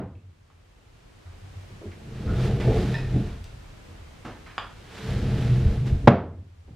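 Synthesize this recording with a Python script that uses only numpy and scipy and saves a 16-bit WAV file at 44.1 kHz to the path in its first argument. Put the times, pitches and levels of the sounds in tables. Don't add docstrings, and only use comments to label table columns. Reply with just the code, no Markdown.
import sys
import numpy as np
from scipy import signal
from scipy.fft import rfft, irfft, next_fast_len
from scipy.io import wavfile
from scipy.ndimage import uniform_filter1d, map_coordinates

SR = 44100
rng = np.random.default_rng(int(sys.argv[2]) if len(sys.argv) > 2 else 0)


def dump(signal):
    limited = np.clip(np.atleast_2d(signal).T, -1, 1)
    pcm = np.round(limited * 32767).astype(np.int16)
    wavfile.write(sys.argv[1], SR, pcm)


N = 297879


def amp(db):
    return 10 ** (np.asarray(db) / 20)


def unit(x):
    return x / np.sqrt(np.mean(x ** 2) + 1e-20)


def along(points, hz):
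    f, value = np.transpose(points)
    return np.interp(np.log(hz + 1), np.log(f + 1), value)


def filtered(x, response):
    m = next_fast_len(x.shape[-1] + SR // 2)
    return irfft(rfft(x, m) * response(np.fft.rfftfreq(m, 1 / SR)), m)[..., :x.shape[-1]]


def resonances(modes):
    def response(f):
        one_pass = 0
        for k, (centre, width, db) in enumerate(modes):
            mode = 1j * f * width / (centre ** 2 - f ** 2 + 1j * f * width)
            one_pass = one_pass + (-1) ** k * amp(db) * mode
        return one_pass ** 2
    return response


def stereo(mid, other, side):
    other = filtered(other, lambda hz: amp(along(side, hz)))
    return np.array([mid + other, mid - other])


def add(out, s, sound):
    i = round(s * SR)
    part = sound[:, max(-i, 0):N - i]
    out[:, max(i, 0):][:, :part.shape[1]] += part


# frequency in Hz, t60 in s.
ROOM_DECAY = [(60, 0.93), (150, 0.49), (500, 0.42), (1500, 0.38), (5000, 0.36), (12000, 0.087)]
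# frequency in Hz, side minus mid in dB.
DOOR_SPREAD = [(60, -52), (110, -36.5), (200, -49.5), (380, -22.5), (700, -27), (1290, -17), (2380, -14.5),
               (4400, -7.5), (8120, -2.5), (15000, 5.5)]


def in_room(x, wet_db):
    hz, t, z = signal.stft(rng.standard_normal((2, SR)), SR, nperseg=512)
    decay = amp(-60 * t / along(ROOM_DECAY, hz)[:, None])
    tail = signal.istft(z * decay, SR, nperseg=512)[1][:, :SR]
    tail = tail / np.linalg.norm(tail[0])
    delayed = np.pad(x, (60, 0))[None]
    mid, other = amp(wet_db) * signal.fftconvolve(delayed, tail, axes=1)[:, :SR]
    direct = np.pad(x, (0, SR - len(x)))
    return stereo(mid + direct, other, DOOR_SPREAD)


def ring(modes, scatter_db):
    t = np.arange(SR) / SR
    x = np.zeros(SR)
    for k, (hz, db, t60) in enumerate(modes):
        decay = amp(db + rng.normal(0, scatter_db) - 60 * t / t60)
        x += (-1) ** k * decay * np.sin(2 * np.pi * hz * t)
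    x = x * (1 - np.exp(-t / 0.00063))
    return x / np.abs(x).max()


# start in seconds, peak of the door's ring in dB before the recorder.
SLAMS = [(-.13, 7), (6.0742, 10)]
# frequency in Hz, strength in dB, t60 in s.
DOOR = [(96.3, -12, 0.33), (132, 4, .3), (190, -5.5, 0.42), (202.7, -9, .3), (236.5, -5.5, 0.33),
        (295, -12, 0.2), (356, -12, 0.2), (452, -15.5, .1), (563, -22.5, 0.07), (580, -9, 0.29),
        (687, -12.5, 0.32), (813, -9.5, 0.22), (1050, -22.5, 0.051)]
# centre in Hz, width in Hz, dB of one pass.
CRACK = [(256, 720, 6)]
# centre in Hz, width in Hz, dB of one pass.
BOOM = [(40.7, 94, -9.5), (63.9, 57, -6)]
# centre in Hz, width in Hz, dB of one pass.
JOIST = [(88.6, 22, 0)]
SHUDDER_DB, SHUDDER_T60_S = -26.5, 1.42


def slams():
    out, blow = np.zeros((2, N)), np.zeros(SR)
    t = np.arange(SR) / SR
    blow[0] = -1
    crack = filtered(blow, lambda hz: resonances(CRACK)(hz) / (1 + 1j * hz / 3800) ** 2)
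    crack = crack / np.abs(crack).max()
    for s, db in SLAMS:
        add(out, s, in_room(amp(db - 10.5) * crack, wet_db=16))
        add(out, s + 0.0018, amp(db) * ring(DOOR, scatter_db=2) * np.ones((2, 1)))
        floor = unit(filtered(rng.standard_normal(SR), resonances(BOOM + JOIST)))
        shudder = amp(db + SHUDDER_DB - 60 * t / SHUDDER_T60_S) * floor
        add(out, s, shudder * np.ones((2, 1)))
    return out


# frequency in Hz, relative density in dB per Hz.
QUIET = [(18, -15), (30, 6.5), (43, 8), (62, 1.5), (95, 3.5), (134, -2.5), (240, -12.5), (440, -14),
         (820, -18), (1500, -20.5), (2530, -22.5), (8000, -33.5), (15400, -47.5)]
# frequency in Hz, side minus mid in dB.
QUIET_SPREAD = [(60, -30), (110, -30.5), (200, -1), (380, 2), (700, -1), (1290, 0), (2380, -1.5),
                (4400, -1.5), (8120, -2.5), (15000, 2)]
QUIET_DB = -46.5


def quiet():
    pair = unit(filtered(rng.standard_normal((2, N)), lambda hz: amp(along(QUIET, hz))))
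    return amp(QUIET_DB) * stereo(*pair, QUIET_SPREAD)


# start in seconds, direct level in dB, centre in Hz, width in Hz of one pass, contact t60 in s.
KNOCKS = [(0.151, -54.5, 2460, 600, .05), (.5, -52.5, 1030, 1200, .05), (1.25, -61, 900, 1500, 0.51),
          (1.691, -51, 186, 197, 0.25), (1.813, -44, 384, 238, 0.21), (1.849, -44, 187, 198, 0.14),
          (1.915, -55.5, 1970, 1300, 0.11), (2.269, -49.5, 1330, 350, 0.57), (2.598, -41, 1340, 2250, 0.22),
          (2.675, -28.5, 488, 220, 0.25),  (3.442, -55.5, 3900, 6900, 0.0067),
          (3.884, -53.5, 200, 380, 0.29), (4.247, -38, 253, 307, 0.19), (4.247, -43, 710, 1890, 0.3),
          (4.29, -49.5, 500, 890, 0.11), (4.458, -50, 1390, 1720, 0.48), (5.865, -61, 3850, 8900, 0.027),
          (6.676, -42.5, 290, 201, 0.11), (6.7, -36, 135, 59.7, 0.27)]


def knocks():
    out, t = np.zeros((2, N)), np.arange(SR // 4) / SR
    for s, db, hz, width, t60 in KNOCKS:
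        attack = np.minimum(t / (0.014 * t60), 1)
        contact = rng.standard_normal(len(t)) * amp(-60 * t / t60) * attack
        body = resonances([(hz, width, 0)])
        contact = filtered(contact, lambda f: body(f) / (1 + 1j * f / 6000))
        contact = contact / contact[:900].std()
        add(out, s, in_room(amp(db) * contact, wet_db=-3.0))
    return out


# start in seconds, level in dB before the swell, floor note in Hz.
STEPS = [(.2, -28, 101), (1.253, -28, 86.2), (1.418, -32, 94.2), (1.553, -27, 93.8), (1.7, -35.5, 102.6),
         (1.858, -27, 92.4), (3.884, -33, 88.3), (4.016, -35.5, 71.7), (4.254, -38, 103.5),
         (6.675, -27.5, 71)]
STEP_RISE_S, STEP_T60_S = 0.011, 0.33


def steps():
    out, t = np.zeros((2, N)), np.arange(SR) / SR
    swell = 1 - np.exp(-t / STEP_RISE_S)
    for s, db, hz in STEPS:
        note = amp(db - 60 * t / STEP_T60_S) * swell * np.sin(2 * np.pi * hz * t)
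        add(out, s, note * np.ones((2, 1)))
    return out


# time in seconds, rumble of the rail in dB, rumble of the floor in dB.
PUSHES = [
    [(1.97, -55, -63), (2.096, -44, -42), (2.174, -43, -42.5), (2.32, -28.5, -23), (2.418, -34.5, -32),
     (2.506, -29.5, -21), (2.554, -33, -31), (2.784, -27.5, -22.5), (2.904, -30.5, -36.5), (3.1, -40, -32),
     (3.158, -23.5, -28), (3.45, -58, -41.5), (3.72, -75, -53)],
    [(4.8, -60.5, -55), (4.968, -49, -69), (5.1, -33, -28), (5.37, -31.5, -31.5), (5.638, -34, -27.5),
     (5.662, -33, -16), (5.762, -33.5, -29), (5.804, -45, -31), (5.852, -35.5, -42), (5.928, -33, -18.5),
     (5.97, -37.5, -25), (6.016, -43, -34), (6.045, -33, -25)],
]
# time in seconds, level in dB.
SPEED = [
    [(1.97, -79), (2.11, -60), (2.15, -53), (2.33, -47), (2.46, -40.5), (2.51, -45), (2.58, -48),
     (2.62, -44.5), (2.76, -42), (2.95, -44), (3.07, -49.5), (3.3, -51), (3.39, -61), (3.72, -92)],
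    [(4.8, -57), (4.906, -53), (4.98, -44.5), (5.07, -44), (5.4, -44.5), (5.75, -47), (5.82, -53),
     (5.856, -53), (5.875, -43), (5.926, -54), (6.045, -61.5)],
]
# time in seconds, level in dB.
PANEL_LEVEL = [
    [(1.97, -76), (2.076, -38.5), (2.324, -33.5), (2.35, -24), (2.564, -22.5), (2.602, -40), (2.68, -15.5),
     (2.826, -39), (2.87, -23), (3.104, -32), (3.154, -18.5), (3.486, -67.5), (3.568, -45), (3.72, -79)],
    [(4.8, -59), (5.004, -60), (5.034, -35.5), (5.176, -22.5), (5.222, -45), (5.256, -25.5), (5.36, -20.5),
     (5.384, -27), (5.51, -13), (5.762, -34), (5.786, -20), (5.96, -25), (5.994, -38), (6.045, -31)],
]
# start in seconds, length in s, rise in dB.
JUDDERS = [(2.403, 0.18, 4), (2.666, 0.11, 8)]
# centre in Hz, width in Hz, dB of one pass.
PANEL = [(126.1, 12.6, 0)]
# centre in Hz, width in Hz, dB of one pass.
RAIL = [(167.3, 33.3, 0.5), (209.7, 25, 3.5), (281.6, 78, -3)]
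# centre in Hz, width in Hz, dB of one pass.
FRAME = [(350.6, 38, 0), (448.8, 46.5, 1.5), (498.4, 47, -0.5), (584, 83, -3), (701, 110, -4.5),
         (853, 53, -6)]
# frequency in Hz, relative density in dB per Hz.
SCRAPE = [(470, -19.5), (800, -5.5), (1190, -4.5), (1810, -4), (1980, -5.5), (3090, -8), (3810, -9.5),
          (11800, -31), (13800, -35), (15400, -42.5)]
BOOM_DB, JOIST_DB, FRAME_DB = 0, -2.5, -2
FRAME_SHARE = 0.65
START_S, STOP_S = 0.09, 0.082
JUDDER_EDGE_S = 0.041
LUMPS_PER_S = 14


def slide():
    out, t = np.zeros((2, N)), np.arange(N) / SR
    bodies = [resonances(modes) for modes in (BOOM, JOIST, PANEL, RAIL, FRAME)]
    bodies.append(lambda hz: amp(along(SCRAPE, hz)))
    lumpiness_db = [0.96, 0.91, 0, 0.92, 0.5, 0.87]
    judder_db = np.zeros(N)
    for s, length, db in JUDDERS:
        corners = [s - JUDDER_EDGE_S, s, s + length, s + length + 2 * JUDDER_EDGE_S]
        judder_db += np.interp(t, corners, [0, db, db, 0])

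    for push, speed, note in zip(PUSHES, SPEED, PANEL_LEVEL):
        start, stop = push[0][0], push[-1][0]
        moving = np.interp(t, [start - START_S, start, stop, stop + STOP_S], [0, 1, 1, 0])
        s, rail_points, floor_points = np.transpose(push)
        rail_db = np.interp(t, s, rail_points)
        floor_db = np.interp(t, s, floor_points)
        scrape_db = np.interp(t, *np.transpose(speed))
        note_db = np.interp(t, *np.transpose(note))
        frame_db = FRAME_DB + FRAME_SHARE * rail_db + (1 - FRAME_SHARE) * scrape_db + judder_db
        levels = [floor_db + BOOM_DB, floor_db + JOIST_DB, note_db, rail_db, frame_db, scrape_db]
        for db, body, lumpy_db in zip(levels, bodies, lumpiness_db):
            roughness_db = unit(uniform_filter1d(rng.standard_normal(N), 130))
            grit = rng.standard_normal((2, N)) * amp(roughness_db)
            pair = filtered(grit, body)
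            power = np.abs(uniform_filter1d(pair[0] ** 2, 2200))
            pair /= np.sqrt(power) ** 0.67
            lumps = map_coordinates(rng.standard_normal(256), [t * LUMPS_PER_S])
            out += moving * amp(db) * unit(pair * amp(lumpy_db * lumps))
    return stereo(*out, DOOR_SPREAD)


# start in seconds, direct peak in dB.
CHINKS = [(2.942, -25.5), (2.952, -28), (2.966, -33.5), (2.988, -35), (3.032, -40.5)]
# frequency in Hz, strength in dB, t60 in s.
PULL = [(1796, -7, 0.063), (1940, -14, 0.043), (3370, -12, 0.0089), (2530, -9, 0.027), (915, -17, 0.061),
        (3900, -8.5, 0.0097), (5150, -10, 0.009)]
# start in seconds, direct peak in dB.
CLICKS = [(4.5805, -14.5), (4.586, -22.5)]
# frequency in Hz, strength in dB, t60 in s.
CATCH = [(1246, 22, 0.0029), (1010, -16, 0.017), (1530, -19, 0.0063), (1910, -1, 0.0073), (2250, 8, 0.0045),
         (2970, -3.5, 0.009), (3310, 4, 0.0076), (3000, -7, .006), (4720, -12.5, 0.017), (4920, -16, 0.013),
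         (7100, -13.5, 0.0057), (443, -34, 0.032)]


def hardware():
    out = np.zeros((2, N))
    for s, db in CHINKS:
        add(out, s, in_room(amp(db) * ring(PULL, scatter_db=1), wet_db=-0.5))
    for s, db in CLICKS:
        add(out, s, in_room(amp(db) * ring(CATCH, scatter_db=2), wet_db=-3))
    return out


# frequency in Hz, left minus right in dB.
LEAN = [(125, 0), (500, -.7), (1000, -1.2), (4000, -1.2), (12000, 0)]


def scene():
    door = slams() + knocks() + slide() + hardware()
    halves = np.array([[.5], [-.5]])
    door = filtered(door, lambda hz: amp(along(LEAN, hz) * halves))
    return door + steps() + quiet()


CLIMB_DB_PER_S = 10.02
TOP_HZ = 15620


def record(dry):
    t = np.arange(N) / SR
    dry = filtered(dry, lambda hz: (1j * hz / (20 + 1j * hz)) ** 2)
    power = np.abs(uniform_filter1d(dry.mean(0) ** 2, 300, origin=149))
    level_db = 10 * np.log10(power + 1e-12)
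    wanted_db = np.maximum(6 * (level_db + 4.5), 0)
    wanted_db = np.minimum(wanted_db, 15.5)
    wanted_db[0] = 16
    climb_db = CLIMB_DB_PER_S * t
    held_db = np.maximum.accumulate(wanted_db + climb_db) - climb_db
    cut_db = uniform_filter1d(held_db, size=800, origin=340)
    x = dry * amp(-np.maximum(cut_db, 0))
    x = x / (1 + np.abs(x) ** 8) ** (1 / 8)
    return filtered(x, lambda hz: hz < TOP_HZ)


dry = scene()
out = record(dry)
dump(out)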